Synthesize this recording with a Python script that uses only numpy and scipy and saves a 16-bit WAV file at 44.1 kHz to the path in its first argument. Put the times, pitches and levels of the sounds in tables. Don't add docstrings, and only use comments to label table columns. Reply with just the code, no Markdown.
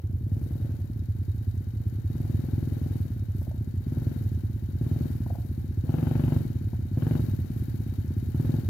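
import sys
import numpy as np
from scipy import signal
from scipy.fft import rfft, irfft, next_fast_len
from scipy.io import wavfile
from scipy.ndimage import uniform_filter1d, map_coordinates

SR = 44100
rng = np.random.default_rng(int(sys.argv[2]) if len(sys.argv) > 2 else 0)


def log_audio(samples):
    frames = np.atleast_2d(samples).T
    limited = np.clip(frames, -1, 1)
    pcm = np.round(limited * 32767).astype(np.int16)
    wavfile.write(sys.argv[1], SR, pcm)


N = 383229

# opening and shutting time in seconds, firings per second
THROTTLE_SURGES = [(.23, .7, 21.57, 15.33, .78), (1.78, 2.05, 16.99, 17, .5),
                   (2.05, 2.97, 21.29, 15.28, .82), (3.81, 4.15, 21.17, 15.62, .83),
                   (4.75, 5.07, 21.37, 15.29, .87), (5.81, 6.35, 23.88, 16.16, 1.07),
                   (6.92, 7.17, 24.03, 16.52, 1.03), (8.3, 8.56, 21.92, 14.56, .93)]


def amp(db):
    return 10 ** (np.asarray(db) / 20)


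def unit(x):
    return x / np.sqrt(np.mean(x ** 2) + 1e-20)


def along(points, hz):
    freqs, values = np.transpose(points)
    return np.interp(np.log(hz + 1), np.log(freqs + 1), values)


def colour(points):
    return lambda hz: amp(along(points, hz))


def resonance(hz, width_hz):
    return lambda f: 1j * f * width_hz / (hz * hz - f * f + 1j * f * width_hz)


def filtered(x, response):
    size = next_fast_len(N + SR // 8, real=True)
    return irfft(rfft(x, size) * response(np.fft.rfftfreq(size, 1 / SR)), size)[..., :N]


def noise(response, alike):
    white = rng.standard_normal((3, N))
    return unit(filtered(np.sqrt(alike) * white[0] + np.sqrt(1 - alike) * white[1:], response))


def wobble(rate):
    points = rng.standard_normal(int(N * rate / SR) + 4)
    return map_coordinates(points, [np.arange(N) * rate / SR])


def place(x, balance, right_delay_s=.00014):
    def ears(hz):
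        ratio = amp(along(balance, hz))
        return np.array([ratio, np.exp(-2j * np.pi * hz * right_delay_s)]) * 2 / (1 + ratio)
    return filtered(x, ears)


def ease(lags):
    return (1 + lags) * np.exp(-lags)


def follow_throttle(before, opened, shut, rise_s, fall_s):
    value, t = before * np.ones(N), np.arange(N) / SR
    for (opens, shuts, *_), high, low in zip(THROTTLE_SURGES, opened, shut):
        for start, goal, lag in ((opens, high, rise_s), (shuts, low, fall_s)):
            i = round(start * SR)
            value[i:] = goal + (value[i] - goal) * ease(t[:N - i] / lag)
    return value


def stroke(cycle, at, decay):
    turn = cycle - at + 2
    strength = amp(1.2 * rng.standard_normal(size=400))[turn.astype(int)]
    return unit(strength * uniform_filter1d(np.exp(-(turn % 1) / decay), size=40))


def thumps(times, spectrum_db, size=8192):
    cepstrum = irfft(np.log(amp(spectrum_db(np.fft.rfftfreq(size, 1 / SR)))))
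    fold = np.r_[1, np.full(size // 2 - 1, 2), 1, np.zeros(size // 2 - 1)]
    pulses = irfft(np.exp(rfft(cepstrum * fold)))
    at = np.round(times * SR).astype(int)[:, None] + np.arange(size) + SR
    return np.bincount(at.ravel(), pulses.ravel(), SR + N)[SR:SR + N]


def exhaust(cycle, load, far, lead_s=0.00227, spread_db=1.3):
    # frequency in Hz, relative level in dB.
    coasting = [(15, -41), (42, -15), (62, -22.5), (90, 7.5), (120, -4), (148, -5.5), (172, -35), (195, -1),
                (235, -14.5), (300, -19), (375, -26), (440, -49.5), (800, -73), (2000, -71)]
    pulling = [(15, -43), (42, -16.5), (62, -5.5), (85, 3.5), (120, 8.5), (155, 10.5), (192, -9),
               (235, 3.5), (300, -4), (355, -5.5), (400, -16.5), (450, -51.5), (560, -21.5), (2000, -71.5)]
    distance_loss = [(60, -3), (90, -2), (130, -6), (220, -7), (400, -7.5)]
    fired = np.flatnonzero(np.diff(np.floor(cycle)))
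    fired = np.r_[2 * fired[0] - fired[1], fired]
    at = np.maximum(fired, 0)
    pull, away = load[at, None], far[at, None]
    strength_db = 23.5 + spread_db * rng.standard_normal((len(fired), 1))
    def spectrum_db(hz):
        tone_db = (1 - pull) * along(coasting, hz) + pull * along(pulling, hz)
        return strength_db + tone_db + away * along(distance_loss, hz)
    return -thumps(fired / SR - lead_s, spectrum_db)


def rasp(cycle, load, revs, far):
    # frequency in Hz, relative level in dB.
    gas_tone = [(200, -12), (400, 5.5), (530, 3.5), (640, -2.5), (800, -6), (1150, -28), (1550, -20.5),
                (2100, -36), (3200, -32.5), (9000, -60)]
    level_db = -71.5 + 11 * load + 1.15 * revs - 2.5 * far
    puffs = unit(0.77 + stroke(cycle, at=0.099, decay=0.29))
    return amp(level_db) * puffs * noise(colour(gas_tone), alike=0.78)


def idling_engine(firings_per_s=10.45, jitter_s=.0025, spread_db=0.96):
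    # frequency in Hz, relative level in dB.
    boom_tone = [(20, -72), (42, -23), (56, -1.5), (68, -10), (82, 2.5), (100, 2), (114, 4), (135, -49.5),
                 (165, -18.5), (210, -21), (280, -26.5), (400, -36.5), (600, -77.5), (1500, -88.5)]
    chance = rng.standard_normal((91, 2))
    times = .037 + np.arange(len(chance)) / firings_per_s + jitter_s * chance[:, 0]
    return thumps(times, lambda hz: 30 + spread_db * chance[:, 1:] + along(boom_tone, hz))


def casing(cycle, revs):
    # time in seconds, relative level in dB.
    idle_levels = [(.1, -72), (.45, -69.5), (1.2, -65), (2.6, -65), (3.9, -64.5), (5, -63.5), (6.2, -63.5),
                   (6.85, -63.5), (7.6, -61.5), (8.6, -62)]
    # middle and half length in seconds, boost in dB.
    swells = [(.35, 0.26, 3.5), (3.41, .06, 7), (5.413, 0.13, 4), (7.607, 0.073, 3.5)]
    # pitch in Hz, width in Hz, relative level in dB.
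    metal_notes = [(3040, 190, 6), (4670, 49, 5), (5780, 130, -1), (6990, 89, 2.5), (10550, 100, -0.5),
                   (11500, 80, 2)]
    # frequency in Hz, relative level in dB.
    whirr_tone = [(400, 2.5), (800, 5.5), (1150, -2.5), (1500, 4), (1900, 0), (2300, -3), (2750, -9.5),
                  (3050, -11.5), (3450, -11.5), (4200, -7.5), (5400, -12), (7000, -12), (8000, -30),
                  (11000, -43)]
    hiss_tone = [(4410, -10), (7500, -10.5), (9330, -7), (10400, -4), (13100, 1.5), (14400, -0.5),
                 (15200, -0.5), (15600, -7.5)]
    tick_tone = [(1500, -37), (3300, -24), (4200, 3.5), (5500, 1.5), (7000, 5), (8500, -7), (11500, 0),
                 (15500, -0.5)]
    t = np.arange(N) / SR
    level_db = np.interp(t, *np.transpose(idle_levels))
    early_valve = stroke(cycle, at=0.181, decay=0.16)
    late_valve = stroke(cycle, at=0.488, decay=0.27)
    firing = stroke(cycle, at=-0.079, decay=0.61)
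    tap = stroke(cycle, at=.51, decay=.075)

    whirr = amp(level_db - 0.42 + 0.9 * revs) * noise(colour(whirr_tone), alike=0.28)
    whirr *= unit(1 + 0.091 * early_valve)

    metal = lambda f: sum(amp(db) * resonance(hz, width)(f) for hz, width, db in metal_notes)
    ring = amp(-12.5) * noise(metal, alike=0.12)
    ring += amp(-13 + 0.2 * wobble(4)) * noise(resonance(hz=3824, width_hz=45), alike=.2)
    ring += amp(-17.5) * noise(resonance(hz=4370, width_hz=69), alike=0.25)
    ring *= amp(level_db + 0.79 * revs) * unit(1 + 0.49 * early_valve + 0.83 * late_valve)

    swell_db = sum(db * np.exp(-((t - middle) / half) ** 2) for middle, half, db in swells)
    hiss_db = level_db - 2.5 + 0.9346 * revs + swell_db + 0.59 * wobble(7)
    hiss_pulse = unit(1 + 0.55 * early_valve + 0.3 * late_valve + 0.45 * firing)
    hiss = amp(hiss_db) * hiss_pulse * noise(colour(hiss_tone), alike=.05)

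    ticks = amp(-54 + 0.32 * level_db - 0.05 * revs) * tap * noise(colour(tick_tone), alike=.1)
    return whirr + ring + hiss + ticks


def woods(thumping, sharp):
    # frequency in Hz, relative level in dB.
    returned = [(80, -17.5), (160, -14), (300, -8.5), (600, -6.5)]
    # frequency in Hz, seconds to fade by 60 dB.
    fade_times = [(100, 0.61), (600, 0.45), (2000, 0.43), (8000, 0.28)]
    scattered = filtered(thumping, colour(returned)) + amp(-7) * sharp
    delayed = np.pad(scattered, ((0, 0), (SR // 50, 0)))
    hz, t, bands = signal.stft(rng.standard_normal((2, SR)), SR, nperseg=256)
    tail = signal.istft(bands * amp(-60 * t / along(fade_times, hz)[:, None]), SR, nperseg=256)[1]
    tail /= np.sqrt(np.mean(np.abs(rfft(tail)[:, 300:2000]) ** 2))
    return signal.fftconvolve(delayed, tail, axes=1)[:, :N]


def still_air():
    # frequency in Hz, relative level in dB.
    air_tone = [(25, 0), (100, -30), (300, 11), (600, -2), (1500, -21), (3000, -33), (8000, -36),
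                (13000, -34)]
    return amp(-66 + 1.6 * wobble(1.74)) * noise(colour(air_tone), alike=0.68)


def bark(cycle, load, revs, far):
    # frequency in Hz, relative level in dB.
    crack_tone = [(300, -3), (480, 9), (640, 1), (820, 6.5), (1020, -4.5), (1200, -5.5), (1500, -3),
                  (2100, -15.5), (3050, -12.5), (4500, -37), (9000, -51)]
    level_db = -55 + 48 * (load - 1) + 0.8547 * revs - 7 * far
    cracks = unit(0.66 + stroke(cycle, at=-.04, decay=.1))
    return amp(level_db) * cracks * noise(colour(crack_tone), alike=0.72)


def knocks(fade_s=0.04, attack_s=0.0022, width_hz=380, size=8192):
    # start in seconds, relative level in dB, pitch in Hz.
    jolts = [(3.416, -36.5, 670), (3.468, -34.5, 640), (3.512, -41, 665), (5.262, -33.5, 764),
             (5.301, -30, 756), (5.352, -32.5, 653), (6.733, -37, 895)]
    # frequency in Hz, relative level in dB.
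    hollow_tone = [(300, -17), (500, 0.5), (640, 4.5), (900, -3), (1050, -16), (1600, -15), (4000, -40)]
    out = np.zeros(N + size)
    t, hz = np.arange(size) / SR, np.fft.rfftfreq(size, 1 / SR)
    envelope = amp(-60 * t / fade_s) * (1 - np.exp(-t / attack_s))
    for start, db, pitch_hz in jolts:
        response = resonance(pitch_hz, width_hz)(hz) * colour(hollow_tone)(hz)
        body = irfft(rfft(rng.standard_normal(size)) * response)
        out[round(start * SR):][:size] += amp(db - 2) * envelope * unit(body)
    return out[:N]


def scene(start_rate=18.19, settled_rate=17.36, idle_rate=15.3, coast_load=0.49, spin_down_s=.078):
    # frequency in Hz, how many dB louder on the left.
    exhaust_left = [(90, -1.5), (170, 1.5), (330, 2.5), (700, 4.5), (1400, 10), (2800, 17), (6000, 13)]
    casing_left = [(700, 6.5), (1400, 14.8), (2800, 15.7), (5500, 26.3), (10000, 27), (14000, 28)]
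    _, _, high_rates, low_rates, pulls = np.transpose(THROTTLE_SURGES)
    settling = settled_rate + (start_rate - settled_rate) * ease(np.arange(N) / SR / spin_down_s)
    speed = follow_throttle(settling, high_rates, low_rates, rise_s=.045, fall_s=spin_down_s)
    load = follow_throttle(coast_load, pulls, np.full(len(pulls), coast_load), rise_s=.015, fall_s=.022)
    revs = speed - idle_rate
    far = np.linspace(1, 0, N)
    cycle = .22 + np.cumsum(speed) / SR
    thumping = place(exhaust(cycle, load, far) + idling_engine(), exhaust_left)
    sharp = place(rasp(cycle, load, revs, far) + bark(cycle, load, revs, far) + knocks(), exhaust_left)
    surroundings = woods(thumping, sharp) + still_air()
    return thumping + sharp + surroundings + place(casing(cycle, revs), casing_left)


def record(dry, top_hz=15800):
    return filtered(dry, lambda hz: hz < top_hz)


dry = scene()
out = record(dry)
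log_audio(out)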